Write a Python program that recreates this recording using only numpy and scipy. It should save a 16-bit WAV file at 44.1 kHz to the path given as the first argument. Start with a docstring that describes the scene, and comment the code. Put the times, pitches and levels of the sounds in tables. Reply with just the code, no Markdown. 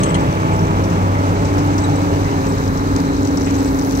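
"""Outdoors at a screening plant, a six-cylinder diesel drones under the roar of its fan and moving parts.
Its lines, and the hum of a hydraulic pump, lie at multiples of the crank speed. Friction and impacts
excite resonances: grit rattles along the conveyor, the frame clanks and a loose chain link tinks.
The microphone moves away past the machine's side, so the exhaust note fades and the pump's hum grows."""
import sys
import numpy as np
from scipy import signal
from scipy.fft import rfft, irfft
from scipy.io import wavfile

SR = 44100
rng = np.random.default_rng(int(sys.argv[2]) if len(sys.argv) > 2 else 0)


def dump_mix(stems):
    """Bounce the given channels to the path in sys.argv[1] as a 16-bit WAV at rate SR."""
    frames = np.atleast_2d(stems).T  # one column per channel
    limited = np.clip(frames, -1, 1)  # hard clip at full scale
    pcm = np.round(limited * 32767).astype(np.int16)
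    wavfile.write(sys.argv[1], SR, pcm)


N = 176400
T, HZ = np.arange(N) / SR, np.fft.rfftfreq(N, 1 / SR)
FIRINGS_PER_TURN = 3
STRONG_WAVER_DB, WEAK_WAVER_DB = 1.0, 3.5  # rms level wander of strong and of weak lines


def amp(db):
    """Amplitude ratio of a level in decibels."""
    return 10 ** (np.asarray(db) / 20)


def unit(x):
    """Normalisation to an rms of 1."""
    return x / np.sqrt(np.mean(x ** 2) + 1e-20)


def curve(points):
    """Linear interpolation of a time table at every sample."""
    return np.interp(T, *np.transpose(points))


def spectrum(points):
    """Interpolation of a table at every bin, on a logarithmic frequency axis."""
    hz, value = np.transpose(points)
    return np.interp(np.log(HZ + 1), np.log(hz + 1), value)


def drift(rate_hz):
    """Random fluctuation: low-passed noise of rms 1."""
    white = rfft(rng.standard_normal(N))
    return unit(irfft(white * (HZ > 0) * np.exp(-(HZ / rate_hz) ** 2), N))


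def resonance(hz, half_width_hz):
    """Lorentzian gain of one mode at every bin."""
    return 1 / (1 + ((HZ - hz) / half_width_hz) ** 2)


def strike(start_s, db, decay_s):
    """Damping: the envelope of a blow decays exponentially."""
    return amp(db) * (T >= start_s) * np.exp(-abs(T - start_s) / decay_s)


def ring(envelope, gain):
    """Source and filter: the noise of rough contact excites a body, separately in each channel."""
    return irfft(rfft(rng.standard_normal((2, N)) * envelope) * unit(gain), N)


def noise_pair(gain):
    """Partial coherence: coloured noise of rms 1, partly alike in the two channels."""
    # Each row: frequency in Hz, coherence from 0 to 1.
    coherence = [(30, .98), (250, .985), (500, .93), (800, .85), (1400, .72), (2200, .6), (5000, .4),
                 (8000, .5), (9800, .93), (16000, .93)]
    left, independent = rfft(rng.standard_normal((2, N)))
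    same = np.clip(spectrum(coherence), 0, 1)
    right = same * left + np.sqrt(1 - same ** 2) * independent
    return unit(irfft(np.array([left, right]) * gain, N))


def tone(cycles, db, waver_db):
    """Random modulation: a sinusoid wavers a little in phase and level."""
    angle = 2 * np.pi * (cycles + rng.random()) + 0.013 * drift(11)
    return np.sqrt(2) * amp(db + waver_db * drift(2.5)) * np.sin(angle)


def hiss():
    """Fast amplitude modulation gives grain to a fine, high hiss that grows near the end."""
    # Each row: frequency in Hz, relative spectral level in dB.
    colour = [(8000, -9), (9000, 15.5), (10300, -9), (11200, 13.5), (12200, 12), (13600, 10), (14600, -3),
              (15600, 10), (16200, -16)]
    # Each row: time in seconds, level in dB.
    levels = [(0, -52.5), (2, -51.5), (2.4, -49.5), (3.35, -51), (3.7, -46.5), (4, -45.5)]
    treble = noise_pair(amp(spectrum(colour)) / (1 + (7000 / (HZ + 1)) ** 8))
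    return treble * amp(curve(levels) + drift(30) + 1.3 * drift(500))


def casing():
    """A panel of the casing drones at its resonance, loudest as the microphone passes it."""
    # Each row: time in seconds, level in dB.
    levels = [(0, -48), (1.5, -31), (2.3, -29.5), (4, -33.5)]
    return noise_pair(resonance(396, 46) ** 2) * amp(curve(levels))


def belt():
    """Friction excites narrow resonances: clods scrape dully on the belt, which squeals faintly."""
    # Each row: start in seconds, level in dB, frequency and half-width in Hz.
    scrapes = [(.511, -37, 2340, 160), (1.15, -34, 2040, 160), (2.115, -38, 2790, 200),
               (2.255, -35, 2070, 150), (2.28, -41, 2620, 200), (2.31, -42, 2980, 150),
               (2.435, -37.5, 2470, 250), (3.465, -31.5, 2260, 750)]
    # Each row: midpoint and half-length in seconds, frequency and half-width in Hz, left level in dB.
    squeals = [(0.7, 0.12, 5790, 8, -47), (2.1, 0.6, 6280, 200, -47)]
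    out = sum(ring(strike(start, db, decay_s=0.065), resonance(hz, width))
              for start, db, hz, width in scrapes)
    for middle, half_length, hz, width, db in squeals:
        swell = amp(db) * np.exp(-((T - middle) / half_length) ** 4)
        out += ring(swell, resonance(hz, width)) * amp([[0], [-13]])
    return out


def chain_link():
    """Damped ringing: a loose link on the left tinks in short, rough, high pings that scoop upwards."""
    # Each row: start in seconds, level in dB, decay time in seconds.
    tinks = [(0, -27, 0.011), (.034, -28, 0.01), (.056, -28, .017), (0.094, -27.5, 0.012), (.206, -34, .01),
             (.53, -38, .02), (1.228, -41, .016), (1.45, -38, .016), (1.8, -38, 0.022), (1.837, -30, 0.014),
             (1.955, -34, .016), (2.485, -32.5, .018), (3.45, -33, 0.02), (3.585, -35, .025),
             (3.657, -34.5, 0.032)]
    # Lower clinks against the next link. 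Each row: start in seconds, left level in dB.
    knocks = [(0, -30), (1.844, -30.5)]
    rise_s, roughness_rate_hz = 0.0015, 700
    pitch_hz, scoop_hz, jitter_hz = 8020, 220, 150
    envelope = sum(strike(start, db, decay) * np.clip((T - start) / rise_s, 0, 1)
                   for start, db, decay in tinks)
    scoop = sum(strike(start, 0, decay_s=0.011) for start, _, _ in tinks)
    hz = pitch_hz - scoop_hz * scoop + jitter_hz * drift(roughness_rate_hz)
    roughness = 1 + 0.5 * drift(roughness_rate_hz)
    pings = envelope * unit(roughness * np.sin(2 * np.pi * np.cumsum(hz) / SR))
    blows = sum(strike(start, db, decay_s=0.015) for start, db in knocks)
    clink = ring(blows, resonance(3870, 100))
    return (pings + clink) * amp([[0], [-19]])


def frame():
    """Modal response: blows and rebounds make the steel frame clank on the left."""
    # Each row: start in seconds, left level in dB, spectral tilt in dB per octave.
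    clanks = [(0.034, -14.5, 6.5), (.062, -25, -12), (.104, -24.5, -17), (.144, -16.5, 2), (.152, -19, -15)]
    # Each row: frequency and half-width in Hz, relative level in dB.
    modes = [(2050, 70, 2), (2920, 110, -1.5), (3230, 110, 0), (4100, 250, -4), (5280, 140, -11),
             (6460, 180, 2.5), (7890, 140, -2), (8770, 300, -7.5)]
    response = sum(amp(db) * resonance(hz, width) for hz, width, db in modes)
    octaves = np.log2(np.maximum(HZ / modes[0][0], 1))  # above the lowest mode
    out = sum(ring(strike(start, db, decay_s=0.009), response * amp(tilt * octaves))
              for start, db, tilt in clanks)
    return out * amp([[0], [-19]])


def soil():
    """Sliding friction: soil hisses along the conveyor and sets the steel chute ringing."""
    # Each row: frequency in Hz, relative spectral level in dB.
    left_colour = [(2500, -0.5), (3300, -8), (3900, -0.5), (4700, -0.5), (5600, -1.5), (6300, 0.5),
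                   (7200, -6.5), (8200, -5.5), (9000, -29.5), (11000, -76)]
    right_colour = [(2500, 1), (3400, -5), (4100, -8), (5200, -14), (6300, -16), (7400, -12), (8200, -14),
                    (9000, -18), (11000, -80)]
    # Each row: time in seconds, level in dB.
    slide_levels = [(0, -40), (1.2, -38.5), (2.2, -37), (2.8, -38), (3.3, -38), (4, -37)]
    chute_levels = [(0, -73), (1.8, -48), (3.1, -42), (4, -49)]
    colour = amp([spectrum(left_colour), spectrum(right_colour)])
    high_pass = HZ ** 2 / (HZ ** 2 + 1500 ** 2)
    slide = ring(amp(curve(slide_levels) + drift(21)), colour * high_pass)
    chute = ring(amp(curve(chute_levels)), resonance(4020, 260))
    return slide + chute * amp([[0], [-9.5]])


def grains(per_s=170, spread_db=8, decay_s=0.001):
    """A Poisson process: tiny impacts add in energy to an envelope of rms 1."""
    hits = (rng.random(N) < per_s / SR) * amp(spread_db * np.minimum(rng.exponential(1, N), 3))
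    energy = signal.lfilter([1], [1, -np.exp(-2 / (decay_s * SR))], hits ** 2)
    return unit(np.sqrt(energy + 1e-12))


def gravel():
    """Impact noise: stones crackle on steel, each size at its own pitch; larger ones strike harder."""
    # Each row: frequency in Hz, relative spectral level on the left and on the right in dB.
    colour = [(2000, -12, -29), (3500, -5.5, -21), (4760, -3, -5), (5560, 5.5, -8), (6040, 4.5, -20),
              (7300, -7, -4), (8500, -7, -15), (10300, -34, -35), (16000, -21, -24)]
    # Each row: time in seconds, level in dB.
    rattle_levels = [(0, -53.5), (1.2, -54), (2.2, -48), (2.8, -53), (3.25, -44), (3.68, -43.5),
                     (3.82, -44.5), (4, -40)]
    # Each row: start in seconds, level in dB, decay time in seconds.
    large_stones = [(0.326, -31, 0.0036), (0.563, -33, .005), (.838, -33.5, 0.019), (.9, -32.5, 0.011),
                    (1.449, -30, 0.013), (1.582, -30, 0.019), (1.781, -25.5, 0.011), (2.467, -27, .004),
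                    (2.678, -29, .004), (2.774, -28, 0.0046), (2.963, -19, 0.0024), (3.002, -23, 0.0022),
                    (3.228, -42, 0.0073), (3.254, -32, .004), (3.273, -24, 0.0035), (3.372, -24.5, .007),
                    (3.415, -31, 0.0039), (3.794, -21.5, 0.0025), (3.821, -24, .002), (3.849, -29, .003),
                    (3.911, -22, 0.0015), (3.954, -26, 0.0027)]
    hz, left, right = np.transpose(colour)
    steel = amp([spectrum(np.c_[hz, db]) for db in (left, right)])
    level = amp(curve(rattle_levels) + 2 * drift(12))
    rattle = sum(ring(grains() * level, steel * resonance(pitch_hz, 1200))
                 for pitch_hz in (5430, 6300, 7300))
    blows = np.sqrt(sum(strike(*stone) ** 2 for stone in large_stones))
    return rattle + ring(blows, steel)


def roar(crank):
    """Broadband fan and casing noise; the firings and the crank modulate its clatter in amplitude."""
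    # Each row: frequency in Hz, relative spectral level in dB.
    colour = [(20, -80), (30, -67), (40, -44), (60, -40), (125, -41.5), (165, -36), (205, -47.5),
              (255, -50.5), (345, -56), (470, -53.5), (620, -61), (860, -52), (1080, -54), (1380, -57),
              (1560, -57.5), (1900, -63.5), (2600, -66.5), (3400, -73), (5000, -88.5), (9000, -87.5),
              (12000, -103), (16000, -105)]
    # Each row: time in seconds, then dB of rumble, boom, body and low, middle and high clatter.
    band_levels = [(0, -27, -18.5, -22.5, -31.5, -28.5, -35), (.5, -24.5, -20.5, -23, -30.5, -29.5, -37.5),
                   (1.2, -26, -24, -24, -28, -28.5, -39), (2, -25.5, -22.5, -26, -27.5, -29, -40),
                   (2.8, -25.5, -27.5, -25.5, -35.5, -29, -51), (3.4, -24.5, -29, -24, -33.5, -30.5, -46),
                   (4, -27.5, -26.5, -24, -30.5, -30.5, -62)]
    # Crossovers between the six bands, in Hz.
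    edges_hz = [118, 215, 530, 770, 2150]
    shape = amp(spectrum(colour))
    low_passes = [0] + [1 / (1 + (HZ / hz) ** 12) for hz in edges_hz] + [1]
    times, *levels = np.transpose(band_levels)
    bands = [noise_pair(shape * np.sqrt(abs(upper - lower))) * amp(np.interp(T, times, db))
             for lower, upper, db in zip(low_passes, low_passes[1:], levels)]
    throb = 1 + 0.14 * np.cos(2 * np.pi * FIRINGS_PER_TURN * crank) + 0.11 * np.cos(2 * np.pi * crank)
    clatter = sum(band * amp(0.7 * drift(20)) for band in bands[3:])
    return sum(bands[:3]) + throb * clatter


def screen(shake_hz=40.2):
    """Forced vibration: the shaking screen radiates one deep tone."""
    return tone(shake_hz * T, -39.5, WEAK_WAVER_DB)


def pump(crank, pulses_per_turn=25 / 3):
    """Periodic pulsation: the hydraulic pump hums, with its octave, in step with the crank."""
    # Each row: time in seconds, level of the fundamental in dB.
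    levels = [(0, -27.5), (1.3, -29), (2.35, -26), (2.7, -23.5), (3.3, -21.5), (4, -19.5)]
    cycles = pulses_per_turn * crank
    return tone(cycles, curve(levels), STRONG_WAVER_DB) + tone(2 * cycles, -38.5, WEAK_WAVER_DB)


def engine(crank):
    """Harmonic series: the diesel's cycle takes two turns, so its lines lie at whole and half orders."""
    # Each row: time in seconds, level in dB.
    firing_levels = [(0, -23.5), (.25, -23.5), (.7, -20), (1.4, -19.5), (1.7, -19.5), (2, -22),
                     (2.5, -21.5), (3.1, -26.5), (3.5, -26), (4, -26.5)]
    third_harmonic_levels = [(0, -41), (.4, -40), (.9, -34), (1.25, -29), (1.7, -21.5), (2.1, -23),
                             (2.4, -27), (2.6, -33.5), (2.85, -25.5), (3.2, -21.5), (4, -24)]
    tenth_order_levels = [(0, -27), (.5, -26), (1.2, -32), (2.3, -31), (3, -45), (4, -57)]
    # Further lines as multiples of the crank speed, and their levels in dB at mid-scene.
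    orders = [12.5, 18, 20, 25.5, 27, 30, 34, 36, 40, 54]
    orders_db = [-39.5, -39, -42.5, -50, -43.5, -44, -50, -42, -41, -48]
    fade_db_per_s, comb_db_per_octave = 3.5, -5
    out = tone(FIRINGS_PER_TURN * crank, curve(firing_levels), STRONG_WAVER_DB)
    out += tone(3 * FIRINGS_PER_TURN * crank, curve(third_harmonic_levels), STRONG_WAVER_DB)
    out += tone(10 * crank, curve(tenth_order_levels), STRONG_WAVER_DB)
    fade_db = fade_db_per_s * (T.mean() - T)  # the distance grows
    for order, db in zip(orders, orders_db):
        out += tone(order * crank, db + fade_db, WEAK_WAVER_DB)
    comb = np.zeros(N)  # faint lines at every half order, fading half as fast
    for order in np.arange(9.5, 48, 0.5):
        gain = amp(-46 + comb_db_per_octave * np.log2(order / 9))
        comb += np.sqrt(2) * gain * np.sin(2 * np.pi * (order * crank + rng.random()))
    return out + comb * amp(fade_db / 2)


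def scene():
    """Superposition of all sources; the machine stands to the right, so it is heard later on the left."""
    # Each row: time in seconds, governed crank speed in turns per second.
    speed = [(0, 32.38), (.45, 32.26), (.9, 32.13), (1.5, 32.25), (2.3, 32.34), (2.75, 32.19), (3.4, 32.27),
             (4, 32.22)]
    # Each row: frequency in Hz, left minus right level in dB.
    balance = [(30, 0.5), (330, .5), (470, -1.5), (650, -1.5), (900, -3.5), (1200, 0.8), (2400, -2),
               (3600, 3.5), (16000, -1)]
    # Each row: frequency in Hz, left minus right phase in radians.
    phase = [(0, 0), (500, -1.5), (1000, -2.3), (1300, -2.8), (1900, -4.3), (2400, -7.6), (6100, -17),
             (7840, -25), (8800, -25.7), (15500, -37.7)]
    crank = np.cumsum(curve(speed)) / SR  # turns
    left, right = rfft(engine(crank) + pump(crank) + screen() + roar(crank) + casing() + hiss())
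    lean = amp(spectrum(balance) / 2)
    lag = np.exp(1j * np.interp(HZ, *np.transpose(phase)))
    machine = irfft(np.array([left * lean * lag, right / lean]), N)
    return machine + soil() + gravel() + chain_link() + frame() + belt()


def record(dry):
    """Band limiting: a steep low-pass filter removes the highest treble."""
    low_pass = signal.firwin(511, 15900, window=("kaiser", 9), fs=SR)
    return signal.oaconvolve(dry, low_pass[None], "same")


dry = scene()
out = record(dry)
dump_mix(out)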